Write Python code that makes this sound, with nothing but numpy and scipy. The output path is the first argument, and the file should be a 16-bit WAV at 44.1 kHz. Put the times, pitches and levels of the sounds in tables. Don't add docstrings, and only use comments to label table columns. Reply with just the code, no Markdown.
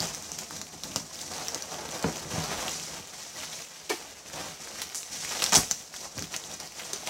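import sys
import numpy as np
from scipy import signal
from scipy.io import wavfile

SR = 44100
rng = np.random.default_rng(int(sys.argv[2]) if len(sys.argv) > 2 else 0)


def wrap_up_sound(samples):
    columns = np.atleast_2d(samples).T
    tamed = np.clip(columns, -1, 1)
    steps = np.round(tamed * 32767).astype(np.int16)
    wavfile.write(sys.argv[1], SR, steps)


N = 313021
TIME = np.arange(N) / SR
FLEXING, RUBBING, RUSTLING = range(3)


# f/Hz, level/dB (levels in all tables are relative)
FILM_TONE = [(700, -31), (1800, -12), (3000, -13), (4800, -5), (5800, -2), (7200, -6), (8300, -8),
             (9800, -16), (12000, -18), (16000, -31)]

def bubble_wrap(hiss_db=-2, crinkle_db=-6, clump_db=2.08):
    sliding = grains(9000, 1.8) * gain_of(clump_db * wander(90))
    hiss = unit_rms(colour(sliding, FILM_TONE))
    clumps = gain_of(3.5 * wander(25))
    crinkle = np.zeros(N)
    for hz in np.geomspace(2000, 7200, 9):
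        buckles = grains(50, 3.9) * clumps
        crinkle += np.sqrt(hz) * colour(buckles, hump(hz, 0.11, skirt_db=-14))
    return hand_effort(RUSTLING) * (gain_of(hiss_db) * hiss + gain_of(crinkle_db) * unit_rms(crinkle))


# start t/s, length/s, flexing level/dB, rubbing level/dB, rustling level/dB
HAND_STROKES = [(-0.05, 0.097, -42.5, -42, -33), (0.07, 0.19, -52.5, -50, -45.5),
                (0.29, 0.13, -51.5, -50.5, -43.5), (0.48, 0.11, -48.5, -50.5, -42),
                (0.708, 0.049, -49.5, -51.5, -51.5), (0.815, 0.19, -48, -48.5, -43.5),
                (1.11, 0.19, -53.5, -52, -41.5), (1.291, 0.14, -50.5, -41.5, -42),
                (1.44, 0.24, -56.5, -45.5, -44.5), (1.699, 0.42, -50, -40.5, -43),
                (2.11, 0.21, -47, -45.5, -45), (2.288, 0.38, -45, -37.5, -39),
                (2.675, 0.16, -54, -51.5, -38), (2.857, 0.13, -50.5, -46.5, -45.5),
                (3.112, 0.49, -60.5, -54.5, -45), (3.343, 0.085, -56, -51.5, -54),
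                (3.95, 0.17, -59, -53, -59), (4.243, 0.12, -56, -50, -48), (4.314, 0.17, -50, -43.5, -44.5),
                (4.583, 0.26, -56, -51, -44.5), (5.095, 0.18, -51.5, -49.5, -37.5),
                (5.286, 0.32, -53, -41.5, -36), (5.67, 0.062, -58, -66, -42),
                (5.911, 0.14, -57, -52, -40.5), (6.142, 0.07, -46.5, -50.5, -45),
                (6.3, 0.058, -55, -46, -41), (6.423, 0.12, -54.5, -52, -44),
                (6.577, 0.085, -58, -54, -45.5), (6.747, 0.29, -57.5, -50.5, -44.5),
                (7.038, 0.06, -57, -49, -40)]
# level/dB for flexing, rubbing, rustling
RESTING_DB = [-64, -56.5, -48]

def hand_effort(layer, attack_s=0.026, release_s=0.054, swell_db_per_s=4):
    power = np.full(N, gain_of(RESTING_DB[layer]) ** 2)
    for start, length, *levels_db in HAND_STROKES:
        t = np.arange(0, length + 10 * release_s, 1 / SR)
        shape = np.minimum(t / attack_s, 1) * np.exp(-np.maximum(t - length, 0) / release_s)
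        stroke = shape * gain_of(levels_db[layer] + swell_db_per_s * (t - length / 2))
        add(power, start, stroke[start + t >= 0] ** 2)
    return np.sqrt(power)


# t/s, level/dB over 2 ms, centre f/Hz
BUCKLE_SNAPS = [(0.0035, -21, 5250), (0.1477, -29, 6350), (0.318, -28, 6230), (0.3881, -28, 5800),
                (0.5085, -33, 1300), (0.615, -29, 5270), (0.8353, -28, 4770), (0.9601, -18.5, 5450),
                (1.4834, -24, 5360), (1.5458, -23, 6000), (1.6229, -28.5, 5900), (2.0262, -30.5, 5900),
                (2.6813, -26, 3260), (4.8188, -30, 4060), (4.9469, -28.5, 6100), (5.0309, -35, 3400),
                (5.421, -21.5, 3650), (5.4404, -16, 5900), (5.4627, -21, 4600), (5.7073, -38, 5900),
                (5.7117, -16, 5600), (5.7178, -24.5, 5750), (5.9408, -35.5, 1600), (6.179, -31, 5100),
                (6.1855, -32, 2210), (6.1927, -29.5, 5700), (6.2237, -28.5, 5270), (6.2423, -35.5, 3000),
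                (6.3636, -24.5, 5940), (6.439, -35, 2940), (6.6013, -31.5, 5800), (6.9324, -25.5, 6700),
                (7.0736, -26, 3240)]

def snaps(level_db=0.3, buckle_s=0.00031, tick_db=-10, samples=512):
    out, t = np.zeros(N), np.arange(samples) / SR
    for start, db, hz in BUCKLE_SNAPS + tearing_flap() + small_creases():
        size = 2 ** ((db + 30) / 20)
        chatter = rng.choice([-1, 1], samples) * t * np.exp(-t / (buckle_s * size))
        patch_tone = hump(hz, 0.24 * np.sqrt(6000 / hz), skirt_db=-12, dull_hz=3100)
        click = colour(chatter, patch_tone)
        click /= np.linalg.norm(click)
        click[0] += gain_of(tick_db) / size
        add(out, start, gain_of(db + level_db) * click * np.sqrt(0.002 * SR))
    return out


def tearing_flap(start_s=5.5225, gap_s=0.0105, gap_ratio=0.87, top_db=-12, fall_db_per_s=270, count=7):
    gaps = gap_s * gap_ratio ** np.arange(count - 1)
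    times = start_s + np.append(0, np.cumsum(gaps))
    return [(t, top_db - fall_db_per_s * abs(t - times[-3]), 5900) for t in times]


def small_creases(over_db=4, spread_db=3, low_hz=1700, high_hz=6500, count=48):
    rustle_db = 20 * np.log10(hand_effort(RUSTLING))
    when, size, pitch = rng.random((count, 3)).T
    at = (when * N).astype(int)
    levels_db = rustle_db[at] + over_db + spread_db * (2 * size - 1)
    return list(zip(TIME[at], levels_db, low_hz * (high_hz / low_hz) ** pitch))


# f/Hz, level/dB
RUB_TONE = [(120, -22), (280, -6), (480, -2.5), (620, 0.5), (800, -3), (1200, -5.5), (2000, -13),
            (16000, -43)]
# t/s, level/dB compared with the flat face
EDGE_RASP = [(0, -1.5), (1.0, -24), (1.4, -5.5), (2.3, -6.5), (2.6, -3), (3.4, 5), (4.4, 0), (5.3, 4.5),
             (5.9, -9), (6.8, 1)]

def board_rubbing(catch_db=2, rasp_hz=2400):
    catching = gain_of(catch_db * wander(70))
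    face = unit_rms(colour(grains(3000, 4.1) * catching, RUB_TONE))
    edge = unit_rms(colour(grains(1200, 2.4) * catching, hump(rasp_hz, 0.88, skirt_db=-35)))
    edge_gain = gain_of(np.interp(TIME, *np.transpose(EDGE_RASP)))
    return hand_effort(RUBBING) * (face + edge_gain * edge)


# f/Hz, level/dB
PANEL_TONE = [(25, -13), (45, -11.5), (80, -2), (105, -9), (155, -4.5), (280, -4), (450, -12.5), (900, -47)]

def panel_rumble(uneven_db=1):
    pushes = grains(1500, 2.5) * gain_of(uneven_db * wander(35))
    return hand_effort(FLEXING) * unit_rms(colour(pushes, PANEL_TONE))


# t/s, level/dB, centre f/Hz, spread/octaves, decay time/s
PANEL_BLOWS = [(0.003, -36, 125, 0.5, 0.027), (0.961, -30, 226, 0.99, 0.012),
               (1.559, -30, 463, 0.98, 0.0051), (2.041, -18.5, 660, 0.8, 0.0042),
               (2.044, -18.5, 187, 0.75, 0.014), (2.082, -27.5, 256, 0.83, 0.019),
               (2.327, -26, 150, 0.53, 0.0083), (2.379, -23.5, 160, 0.84, 0.0075),
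               (3.901, -27.5, 860, 0.34, 0.018), (5.421, -19.5, 1400, 0.95, 0.0059),
               (5.523, -21, 746, 1.15, 0.039), (5.555, -22.5, 710, 0.6, 0.0081),
               (5.568, -23, 152, 0.83, 0.022), (6.053, -34, 770, 0.36, 0.0065),
               (6.172, -38.5, 150, 0.84, 0.04), (6.93, -34, 410, 0.25, 0.013),
               (7.078, -32.5, 775, 0.25, 0.0077)]

def panel_thumps(level_db=-1):
    return gain_of(level_db) * bursts(PANEL_BLOWS, per_s=3000, spread_db=4, rise_s=0.00028, skirt_db=-45)


# t/s, level/dB, centre f/Hz, spread/octaves, decay time/s
QUICK_SLIPS = [(0.385, -34.5, 2980, 1.2, 0.014), (0.836, -34.5, 5500, 0.47, 0.016),
               (0.961, -32.5, 4000, 0.8, 0.015), (3.432, -33, 1190, 0.79, 0.01),
               (3.894, -27.5, 3400, 0.72, 0.045), (4.781, -36.5, 1760, 0.31, 0.014),
               (4.817, -25, 3180, 1.0, 0.0092), (4.95, -30, 6900, 0.32, 0.053),
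               (5.423, -25.5, 4250, 0.72, 0.02), (5.528, -21, 4500, 0.39, 0.018),
               (5.552, -11, 4470, 0.5, 0.0071), (5.568, -20.5, 6900, 0.4, 0.032),
               (6.34, -25.5, 2450, 0.77, 0.0098), (6.793, -33, 1970, 0.79, 0.015),
               (6.933, -23.5, 5450, 0.4, 0.0059), (7.074, -39, 3550, 0.63, 0.026)]

def edge_slips(level_db=-2):
    return gain_of(level_db) * bursts(QUICK_SLIPS, per_s=4000, spread_db=3.5, rise_s=0.0002, skirt_db=-15)


# f/Hz, level/dB, time to fade by 60 dB/s
FLAP_NOTES = [(272, -6, .11), (325, -7, .08), (362, 0, .19), (410, -4, .06), (1790, -2, .05),
              (2290, 0, .035)]

def flap_judder(start_s=3.894, level_db=-37.5, first_hz=425, last_hz=335, swell_s=0.0107, jitter=0.21):
    out, t = np.zeros(N), np.arange(SR // 4) / SR
    ridges_per_s = last_hz + (first_hz - last_hz) * np.exp(-t / (2 * swell_s))
    ridges_passed = np.cumsum(ridges_per_s * (1 + jitter * wander(393)[:len(t)])) / SR
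    catches = np.diff(np.floor(ridges_passed), prepend=0) * t * np.exp(-t / swell_s)
    ring = sum(gain_of(db - 60 * t / fade_s) * np.sin(2 * np.pi * hz * t) for hz, db, fade_s in FLAP_NOTES)
    judder = signal.fftconvolve(catches, ring)[:len(t)]
    bass_cut = signal.butter(2, 200, "high", fs=SR, output="sos")
    add(out, start_s, gain_of(level_db) * unit_rms(signal.sosfilt(bass_cut, judder)))
    return out


# f/Hz, width/Hz, boost/dB
BOX_RESONANCES = [(162, 16, 6), (218, 24, 2), (800, 220, 2.5)]

def hollow_box(x):
    return boost(x, BOX_RESONANCES)


# f/Hz, time to fade by 60 dB/s
ROOM_FADE = [(100, 0.66), (700, 0.18), (5000, 0.49), (13000, 0.65)]

def echoes(tail_db=-13, near_db=-7, near_s=0.018, gap_s=0.0022, samples=22050):
    hz, frame_s, spectrum = signal.stft(rng.standard_normal(samples), SR, nperseg=256)
    fade = gain_of(-60 * frame_s / value_at(ROOM_FADE, hz)[:, None])
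    tail = signal.istft(spectrum * fade, SR, nperseg=256)[1][:samples]
    t = np.arange(samples) / SR
    tail *= np.clip(t / gap_s - 1, 0, 1)
    near = grains(2500, 1.2, samples) * np.exp(-t / near_s) * (t > gap_s)
    return gain_of(tail_db) * tail / np.linalg.norm(tail) + gain_of(near_db) * near / np.linalg.norm(near)


def room(x, places=7, places_per_s=20):
    place, out = TIME * places_per_s, x
    for k in range(places):
        distance = abs((place - k + places / 2) % places - places / 2)
        share = np.sqrt(np.maximum(1 - distance, 0))
        out = out + signal.fftconvolve(x * share, echoes())[:N]
    return out


# f/Hz, level/dB
BACKGROUND_TONE = [(20, -30), (60, -5), (500, -5), (2000, -14), (16000, -24)]

def background(level_db=-59):
    return gain_of(level_db) * colour(rng.standard_normal(N), BACKGROUND_TONE)


def bursts(rows, per_s, spread_db, rise_s, skirt_db, samples=11025):
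    out, t = np.zeros(N), np.arange(samples) / SR
    for start, db, hz, octaves, decay_s in rows:
        shape = (1 - np.exp(-t / rise_s)) * np.exp(-t / decay_s)
        contacts = grains(per_s, spread_db, samples) * shape
        sound = colour(contacts, hump(hz, octaves, skirt_db))
        add(out, start, gain_of(db) * sound * np.linalg.norm(shape) / np.linalg.norm(sound))
    return out


def grains(per_s, spread_db, samples=N):
    happens = rng.random(samples) < per_s / SR
    size = np.minimum(rng.exponential(1, samples), 3)
    sign = rng.choice([-1, 1], samples)
    return unit_rms(happens * sign * gain_of(spread_db * size))


def wander(per_s):
    targets = rng.uniform(-1, 1, N // 32)
    return unit_rms(np.interp(TIME * per_s, np.arange(len(targets)), targets))


def hump(hz, octaves, skirt_db, dull_hz=7000, low_hz=200):
    f = np.geomspace(20, SR / 2, 80)
    peak = np.exp(-0.5 * (np.log2(f / hz) / octaves) ** 2)
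    skirt = gain_of(skirt_db) ** 2 / (1 + (f / dull_hz) ** 2) / (1 + (low_hz / f) ** 2)
    return np.column_stack([f, 10 * np.log10(peak + skirt)])


def colour(x, tone, size=4096):
    log_gain = np.log(gain_of(value_at(tone, abs(np.fft.fftfreq(size, 1 / SR)))))
    spectrum = np.exp(np.conj(signal.hilbert(log_gain)))
    ring = np.fft.ifft(spectrum).real[:size // 2]
    return signal.oaconvolve(x, ring / np.linalg.norm(ring))[:len(x)]


def boost(x, peaks):
    for hz, width, db in peaks:
        x = x + (gain_of(db) - 1) * signal.lfilter(*signal.iirpeak(hz, hz / width, SR), x)
    return x


def value_at(table, hz):
    f, value = np.transpose(table)
    return np.interp(np.log(hz + 1), np.log(f), value)


def add(mix, start_s, sound):
    part = mix[max(round(start_s * SR), 0):][:len(sound)]
    part += sound[:len(part)]


def gain_of(db):
    return 10 ** (np.asarray(db) / 20)


def unit_rms(x):
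    return x / np.sqrt(np.mean(x ** 2) + 1e-20)


def scene():
    knocks = panel_thumps() + edge_slips()
    handling = panel_rumble() + board_rubbing() + bubble_wrap() + snaps() + knocks + flap_judder()
    return (room(hollow_box(handling)) + background())[None]


# f/Hz, width/Hz, boost/dB
MIC_RESONANCES = [(5650, 450, 2), (6090, 240, 3.5), (7080, 350, 2.5)]

def record(dry, trim_db=-1.5, low_hz=36, high_hz=15900):
    bass_cut = signal.butter(4, low_hz, "high", fs=SR, output="sos")
    top_cut = signal.firwin(511, high_hz, window=("kaiser", 9), fs=SR)
    x = gain_of(trim_db) * signal.sosfilt(bass_cut, boost(dry, MIC_RESONANCES))
    return signal.oaconvolve(x, top_cut[None], "same")


dry = scene()
out = record(dry)
wrap_up_sound(out)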